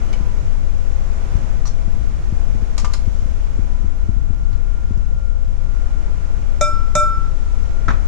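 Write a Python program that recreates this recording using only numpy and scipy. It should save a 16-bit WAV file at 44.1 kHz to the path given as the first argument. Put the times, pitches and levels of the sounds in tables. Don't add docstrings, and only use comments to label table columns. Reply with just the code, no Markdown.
import sys
import numpy as np
from scipy import signal
from scipy.fft import rfft, irfft, next_fast_len
from scipy.io import wavfile
from scipy.ndimage import uniform_filter1d, minimum_filter1d, map_coordinates

SR = 44100
rng = np.random.default_rng(int(sys.argv[2]) if len(sys.argv) > 2 else 0)


def store_wav(level_fs):
    pcm = np.round(np.clip(np.atleast_2d(level_fs), -1, 1) * 32767)
    wavfile.write(sys.argv[1], SR, pcm.T.astype(np.int16))


N = 356239
SHORT, LONG = SR // 4, SR


def amp(db):
    return 10 ** (np.asarray(db) / 20)


def unit(x):
    return x / np.sqrt(np.mean(x ** 2) + 1e-20)


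def along(points, hz):
    f, v = np.transpose(points)
    return np.interp(np.log(hz + 1), np.log(f + 1), v)


def curves(rows):
    s, *cols = np.transpose(rows)
    return [np.interp(np.arange(N) / SR, s, c) for c in cols]


def wobble(rate):
    frames = np.linspace(0, N * rate / SR, N // 100)
    knots = rng.standard_normal(int(frames[-1]) + 4)
    path = map_coordinates(knots, [frames])
    return np.interp(np.arange(N) * rate / SR, frames, path)


def filtered(x, response):
    n = x.shape[-1]
    m = next_fast_len(n + SR // 4)
    hz = np.fft.rfftfreq(m, 1 / SR)
    return irfft(rfft(x, m) * response(hz), m)[..., :n]


def pan(left_db):
    return amp(np.array([[left_db], [-left_db]]) / 2)


def noise(spectrum, alike, envelope):
    def mid_and_side(hz):
        turn = np.arccos(np.clip(along(alike, hz), -1, 1)) / 2
        return np.array([np.cos(turn), np.sin(turn)])

    mid, side = filtered(rng.standard_normal((2, len(envelope))), mid_and_side)
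    white = unit(np.array([mid + side, mid - side])) * envelope
    size = 16384
    cepstrum = irfft(np.log(amp(along(spectrum, np.fft.rfftfreq(size, 1 / SR)))))
    folded = 2 * cepstrum[:size // 2] * (np.arange(size // 2) > 0)
    kernel = irfft(np.exp(rfft(folded, size)))
    kernel = kernel / np.linalg.norm(kernel)
    return signal.fftconvolve(white, kernel[None], axes=1)[:, :len(envelope)]


def fade(t60, size=SHORT):
    return np.exp(-np.log(1000) * np.arange(size) / SR / t60)


def ring(hz, t60, phase=0, size=SHORT):
    return np.sin(2 * np.pi * hz * np.arange(size) / SR + phase) * fade(t60, size)


def add(track, s, sound):
    part = track[:, round(s * SR):][:, :sound.shape[-1]]
    part += sound[..., :part.shape[1]]


def tone(hz, drift_hz):
    return np.sqrt(2) * np.sin(2 * np.pi * np.cumsum(hz + drift_hz * wobble(14)) / SR)


# time in seconds, relative level in dB.
AIR_LEVEL = [(0.0, -54), (0.76, -56.5), (1.37, -53.5), (1.7, -56.5), (3.25, -55.5), (4.26, -60.5),
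             (4.75, -59.5), (5.34, -61.5), (5.76, -57.5), (7.64, -56), (8.05, -56.5)]
# time in seconds, relative level in dB.
WHINE_LEVEL = [(3.2, -68), (3.7, -62.5), (8, -59)]
# centre frequency in Hz, relative level in dB.
HUM_TONES = [(127.5, -44.5), (178, -58.5), (228, -57), (298, -58.5), (523, -60.5), (667, -64), (872, -66.5),
             (985, -65)]
# frequency in Hz, relative level in dB per Hz.
RUSH_COLOUR = [(60, 4), (130, 6.5), (250, 4), (400, 0.5), (540, 1.5), (700, -0.5), (1000, -2.5), (1450, -5),
               (1700, -9), (2400, -11), (3300, -25.5), (6000, -46), (12000, -98)]
# frequency in Hz, relative level in dB per Hz.
HISS_COLOUR = [(1500, -9.5), (3000, -0.5), (4500, -4), (5800, -0.5), (7300, -1.5), (8000, -10),
               (10000, -11.5), (12200, -20), (13000, -27), (14500, -70.5)]
# frequency in Hz, left-right correlation from -1 to 1.
AIR_LIKENESS = [(100, 1), (470, 0.65), (950, -0.28), (3000, 0.2), (7000, -0.15)]


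def appliance():
    hiss_db, rush_db, rush_waver_db = 4, 16, 0.78
    air_db, = curves(AIR_LEVEL)
    whine_db, = curves(WHINE_LEVEL)
    hum = sum(amp(db + 3.36 * wobble(3.7)) * tone(hz, drift_hz=2.983) for hz, db in HUM_TONES)
    whine = amp(whine_db + 1.5 * wobble(6.0)) * tone(1394, drift_hz=2.54)
    rush = noise(RUSH_COLOUR, AIR_LIKENESS, amp(air_db + rush_db + rush_waver_db * wobble(2.24)))
    hiss = noise(HISS_COLOUR, AIR_LIKENESS, amp(air_db + hiss_db))
    return hum * pan(-7.0) + whine * pan(-19.5) + rush * pan(-3.0) + hiss * pan(-2.2)


def around(s, width_s):
    return np.exp(-((np.arange(N) / SR - s) / width_s) ** 2)


# frequency in Hz, relative level in dB per Hz.
RUMBLE_COLOUR = [(4, -4.5), (15, 7.5), (40, 2.5), (52, -5.5), (70, -8.5), (100, -29.5), (200, -67),
                 (600, -120)]
# frequency in Hz, relative level in dB per Hz.
RUB_COLOUR = [(40, -12), (75, 6), (100, -3), (150, -12), (230, -18), (320, -27), (420, -36), (900, -67.5),
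              (3000, -120)]
# start in seconds, relative level in dB, main pitch in Hz.
LOW_BUMPS = [(0.202, -5, 172), (1.346, -4, 174), (1.438, -8, 180), (1.8732, -6, 194), (2.319, -2.5, 186),
             (2.546, -9, 226), (2.619, -7.5, 195), (2.832, -7.5, 172), (3.07, -3.5, 188),
             (3.253, -9.5, 182), (3.586, -3.5, 203), (3.838, -7, 185), (4.0854, -1, 201),
             (4.1602, -12, 208), (4.298, -6.5, 181), (4.903, -5.5, 220), (4.968, -7, 174),
             (6.964, -3.5, 190)]


def handling():
    rub_level_db, rub_waver_db = -35.5, 1.5
    stir_db, stir_s = 3, 0.36
    rest_s, rest_width_s, rest_db = 5.17, 0.22, -5

    deep = noise(RUMBLE_COLOUR, [(60, -0.63)], np.ones(N))
    power = uniform_filter1d(deep[0] ** 2, size=SR // 25)
    deep /= np.sqrt(.4 + .6 * power)

    stir = np.max([around(s, stir_s) for s, db, hz in LOW_BUMPS], axis=0)
    rub_db = rub_level_db + stir_db * stir + rest_db * around(rest_s, rest_width_s)
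    rub_db = rub_db + rub_waver_db * wobble(8)
    rub = noise(RUB_COLOUR, [(80, -0.73), (200, 0.68)], amp(rub_db))

    out = amp(-18.5) * deep + rub
    soft_start = (1 - fade(0.038)) ** 2
    for s, db, hz in LOW_BUMPS:
        push = ring(hz, 0.028) + amp(-0.5) * ring(hz * 0.4, 0.061) + amp(-5.5) * ring(hz * 1.675, 0.02)
        add(out, s, amp(db) * push * soft_start)
    return out * pan(14.0)


def favour(hz, centre_hz, octaves):
    return np.exp(-(np.log2(hz / centre_hz) / octaves) ** 2)


# start in seconds, relative levels in dB of click, can body and spoon ring,
# Hz that the contact point favours, Hz above which the click is dull.
CAN_CLICKS = [(.089, -48, -45, -40, 3000, 7000), (.1288, -30.5, -55, -30, 3000, 7000),
              (.1355, -33, -52, -29.5, 2400, 7000), (1.6551, -45, -35, -38, 4200, 8000),
              (1.678, -42, -46, -37, 4300, 12000), (1.686, -48, -60, -38, 5200, 9000),
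              (2.7795, -24, -35, -26, 4200, 11000), (2.781, -27.5, -50, -30, 6400, 11000),
              (2.787, -31, -48, -33, 7300, 13000), (2.798, -31, -55, -35, 6300, 11000),
              (2.805, -36, -58, -39, 4800, 9000), (2.846, -27, -24.5, -36, 6500, 7500),
              (2.852, -30, -35, -34, 2500, 8000), (2.9, -52, -38, -54, 6000, 7000),
              (2.92, -41, -50, -54, 6000, 8000), (2.936, -22.5, -44, -27, 4700, 13000),
              (2.943, -36, -37, -42, 5000, 12000), (4.529, -41, -50, -52, 4000, 5000),
              (4.975, -48, -60, -58, 6000, 12000)]
# frequency in Hz, relative level in dB per Hz.
CLICK_SPECTRUM = [(300, -6), (1000, 3), (2300, 0.5), (3000, -0.5), (3500, -2.5), (4200, 1.5), (5100, 3.5),
                  (5600, -1.5), (6200, 1.5), (6900, 3), (8200, -7.5), (10500, -9), (12000, -22),
                  (13600, -23), (15500, -50)]
# frequency in Hz, relative level in dB, t60 in seconds.
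CAN_MODES = [(807, -11, .14), (1005, 1, .07), (1105, 1.5, .05), (1189, 2, .115), (1225, -4, .1),
             (1416, -3, .051), (1800, -8, .075), (2125, -13, .07), (2620, -14, .07)]
# frequency in Hz, relative level in dB, t60 in seconds.
SPOON_MODES = [(2290, -2, .04), (2560, -12, .03), (3000, -7, .08), (4180, -2, .03), (4495, -5, .045),
               (5110, -6, .035), (5330, -5.5, .07), (5890, -4, .03), (6340, -2, .045), (6880, -2.5, .045),
               (7440, -8, .06), (10420, -3, .04)]


def can():
    out = np.zeros((2, N))
    click_shape = amp(-3.5) * fade(0.053) + amp(-15) * fade(0.0037)
    onset = 1 - fade(0.00085)
    for s, click_db, body_db, ping_db, contact_hz, dull_hz in CAN_CLICKS:
        click = noise(CLICK_SPECTRUM, [(1000, 0.52), (5000, 0.29)], click_shape)
        click = filtered(click, lambda hz: 1 / np.sqrt(1 + (hz / dull_hz) ** 8))
        body = sum(amp(level) * ring(hz, t60) for hz, level, t60 in CAN_MODES)
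        ping = 0
        for hz, level, t60 in SPOON_MODES:
            missed_db = 46 * (1 - favour(hz, contact_hz, octaves=0.78))
            ping = ping + amp(level - missed_db) * ring(hz, t60, rng.uniform(0, np.pi, (2, 1)))
        rings = (amp(body_db - 5) * body + amp(ping_db) * ping) * onset
        add(out, s, amp(click_db) * click * pan(1.9) + rings)
    return out


# frequency in Hz, relative level in dB per Hz.
SCRAPE_SPECTRUM = [(1000, -11), (3100, -26), (4400, -5), (4900, -16), (5330, -5), (5600, -6), (5890, 5),
                   (6200, -8), (7000, -9), (8200, -21.5), (12000, -34), (15000, -58)]


def scrape():
    start_s, length_s, final_db = 1.654, 0.026, -32.5
    grows_db, grain_db = 10, 0.5
    t = np.arange(SHORT) / SR
    grain = unit(uniform_filter1d(rng.standard_normal(SHORT), size=60))
    press_db = grows_db * (np.minimum(t / length_s, 1) - 1) + grain_db * grain
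    release = np.interp(t - length_s, t, fade(0.015))
    squeak = noise(SCRAPE_SPECTRUM, [(1000, 0.54), (5000, 0.29)], amp(final_db + press_db) * release)
    out = np.zeros((2, N))
    add(out, start_s, squeak)
    return out


def shimmer(hz):
    knots = rng.standard_normal(60)
    depth_db = np.interp(hz, [1500, 2400, 6000], [0, 2.2, 3.5])
    path = np.interp(np.linspace(0, len(knots) - 1, LONG), np.arange(len(knots)), knots)
    return amp(depth_db * path)


# start in seconds, relative levels in dB of glass, spoon clash and its after-ring.
BOWL_TAPS = [(6.6107, -11.5, -19, -30.5), (6.9525, -5, -10, -27)]
# frequency in Hz, relative level in dB, t60 in seconds,
# left-right level in dB, left phase lead in radians, level change in dB at the second tap's spot.
BOWL_MODES = [(598, -2, .29, -4.5, .1, -1.5), (610, -7.5, .27, -4.5, .1, -1),
              (1338.4, -6.8, .89, -2.5, .5, 0), (1339.6, -7.3, .89, -2.5, .5, 0),
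              (2347, -12, .21, 2, 1, -8), (2350, -28, .65, 2, 1, -4), (3615, -21.5, .27, 3, .3, -2),
              (3620.5, -23, .27, 3, .3, -3), (3973, -28, .06, 2, .5, 2), (5136, -16.5, .11, 0, 1.4, -8),
              (5160, -21.5, .55, 1, 1.8, -7), (5171, -30, .25, 1, 1.8, -1), (5420, -19, .06, 0, 1.4, -4),
              (5819, -27, .2, 0, 1.4, -7), (6132, -23, .14, 0, 1.4, -7), (6352, -17.5, .08, 0, 1.4, -4),
              (6654, -24, .15, 1, 1.4, -5), (6865, -25, .26, 1, 1.4, -1), (6921, -19.5, .28, 1, 1.4, -1),
              (6992, -27, .24, 1, 1.4, -3), (7545, -28, .22, 4, 2.4, -4), (7596, -24, .22, 5, 2.4, -4),
              (7779, -26, .27, 7, 2.2, 0), (7802, -27, .1, 5, 2.2, 10), (8098, -33, .26, 8, 1.9, 2),
              (8463, -37, .3, 2, 1, -1), (8930, -36, .28, 2, 1, -1), (9500, -37, .18, 2, 1, -3),
              (9668, -31, .22, 4, -2.2, -3), (9935, -36, .23, 2, 1, 2), (10560, -41, .2, 2, 1, -3),
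              (11340, -42, .2, 0, 1, 0), (12668, -43, .2, 0, 1, 0), (13410, -40, .1, 0, 0, 0)]
# frequency in Hz, relative level in dB per Hz.
CLASH_COLOUR = [(200, -14), (700, 16), (1500, -15.5), (2400, -15.5), (3100, -37), (3800, 6.5), (4450, -19),
                (5300, 2.5), (6800, 10), (8300, -8), (9800, -12), (11000, -29), (13400, -20), (14500, -55)]
# frequency in Hz, relative level in dB per Hz.
THUD_COLOUR = [(150, 10), (500, -11.5), (1000, -7.5), (1700, -10), (2350, -2), (3000, -19), (3900, -24),
               (4500, -24), (9000, -52)]


def bowl():
    out = np.zeros((2, N))
    swell = 1 - fade(0.014, LONG)
    for moved, (s, db, clash_db, after_db) in enumerate(BOWL_TAPS):
        glass = 0
        for hz, level, t60, left_db, lead, change_db in BOWL_MODES:
            phases = np.array([[lead], [-lead]]) / 2
            mode = ring(hz, t60, phases, LONG) * shimmer(hz)
            glass = glass + amp(level + moved * change_db) * pan(left_db) * mode
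        clash_shape = amp(clash_db) * fade(0.05) + amp(after_db) * fade(0.18)
        clash = noise(CLASH_COLOUR, [(1000, 0.32), (6000, 0.34)], clash_shape) * pan(1.5)
        thud = noise(THUD_COLOUR, [(500, 1.0), (3000, 0.49)], amp(clash_db - 3.5) * fade(0.075))
        add(out, s, amp(db) * glass * swell)
        add(out, s, clash + thud)
    return out


# start in seconds, relative level in dB.
COUNTER_KNOCKS = [(7.8813, -15.5), (7.8836, -12.5), (7.8894, -16.5), (7.9046, -14), (7.9095, -23),
                  (7.921, -28)]
# frequency in Hz, relative level in dB per Hz.
KNOCK_SPECTRUM = [(100, 6), (300, -4), (450, -9), (750, -9), (1050, -5.5), (1330, 2.5), (1500, -6),
                  (1750, -5.5), (2300, -15.5), (2900, -25), (3700, -21), (4900, -35), (5600, -24.5),
                  (7200, -31), (8100, -52), (11000, -53), (15000, -79)]
# frequency in Hz, relative level in dB, t60 in seconds.
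COUNTER_MODES = [(100, -4.5, 0.13), (302, -17, .13), (1220, -8, .06), (1330, 2.5, 0.034), (1450, -2, 0.028),
                 (1667, -4.5, .05), (1920, -16, 0.056)]
# frequency in Hz, relative level in dB per Hz.
SLIDE_SPECTRUM = [(300, -7), (800, -13), (1200, 0), (1600, -3), (2100, -7), (2600, -11), (3200, -20),
                  (7000, -28), (12000, -53)]


def counter():
    knock_t60_s, tail_db, tail_t60_s = 0.019, -15.5, 0.14
    hollow_db = -8.5
    slide_s, slide_db, slide_t60_s, roughness_db = 7.893, -35, 0.22, 4.5

    out = np.zeros((2, N))
    shape = (fade(knock_t60_s) + amp(tail_db) * fade(tail_t60_s)) * (1 - fade(0.0029))
    for s, db in COUNTER_KNOCKS:
        blow = noise(KNOCK_SPECTRUM, [(1500, 0.31), (5000, 0.43)], shape)
        hollow = sum(amp(level) * ring(hz, t60, rng.uniform(0, 2 * np.pi))
                     for hz, level, t60 in COUNTER_MODES) * (1 - fade(0.0024))
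        add(out, s, amp(db) * (blow + amp(hollow_db) * hollow))

    grit = unit(uniform_filter1d(rng.standard_normal(SHORT), size=60))
    slide_shape = amp(slide_db + roughness_db * grit) * fade(slide_t60_s)
    add(out, slide_s, noise(SLIDE_SPECTRUM, [(1500, 0.37)], slide_shape))
    return out * pan(-1.3)


# frequency in Hz, t60 in seconds.
KITCHEN_DECAY = [(200, 0.48), (1500, 0.28), (6000, 0.24), (13000, 0.23)]


def kitchen(x):
    hz, t, z = signal.stft(rng.standard_normal((2, SR // 2)), SR, nperseg=256)
    decay = amp(-60 * t / along(KITCHEN_DECAY, hz)[:, None])
    tail = signal.istft(z * decay, SR, nperseg=256)[1]
    tail = np.pad(tail / np.linalg.norm(tail[0]), ((0, 0), (SR // 300, 0)))
    return signal.fftconvolve(x, tail, axes=1)[:, :N]


# frequency in Hz, level in dB.
BOWL_TO_ROOM = [(600, -17), (1400, -22), (2400, -9), (3600, -14), (5200, -9), (7000, -9)]


def scene():
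    background = appliance() + handling()
    small = can() + scrape()
    glass = bowl()
    small = small + counter()
    spread = filtered(glass, lambda hz: amp(along(BOWL_TO_ROOM, hz)))
    return glass + small + kitchen(spread + amp(-6.0) * small) + background


def record(dry):
    threshold_db, recover_s, ceiling, top_hz = -14.5, .15, .9, 15700
    power = np.mean(filtered(dry, lambda hz: hz > 400) ** 2, axis=0)
    level = np.sqrt(np.abs(uniform_filter1d(power, size=SR // 100)))
    needed = np.minimum(1, amp(threshold_db) / (level + 1e-9))
    recover = np.exp(-1 / (recover_s * SR))
    slow = 1 - signal.lfilter([1 - recover], [1, -recover], 1 - needed)
    ducked = dry * np.minimum(needed, slow)

    headroom = np.minimum(1, ceiling / (np.abs(ducked) + 1e-9))
    lowest = minimum_filter1d(headroom, size=SR // 100)
    limited = ducked * uniform_filter1d(lowest, size=SR // 100)
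    return filtered(limited, lambda hz: hz < top_hz)


dry = scene()
out = record(dry)
store_wav(out)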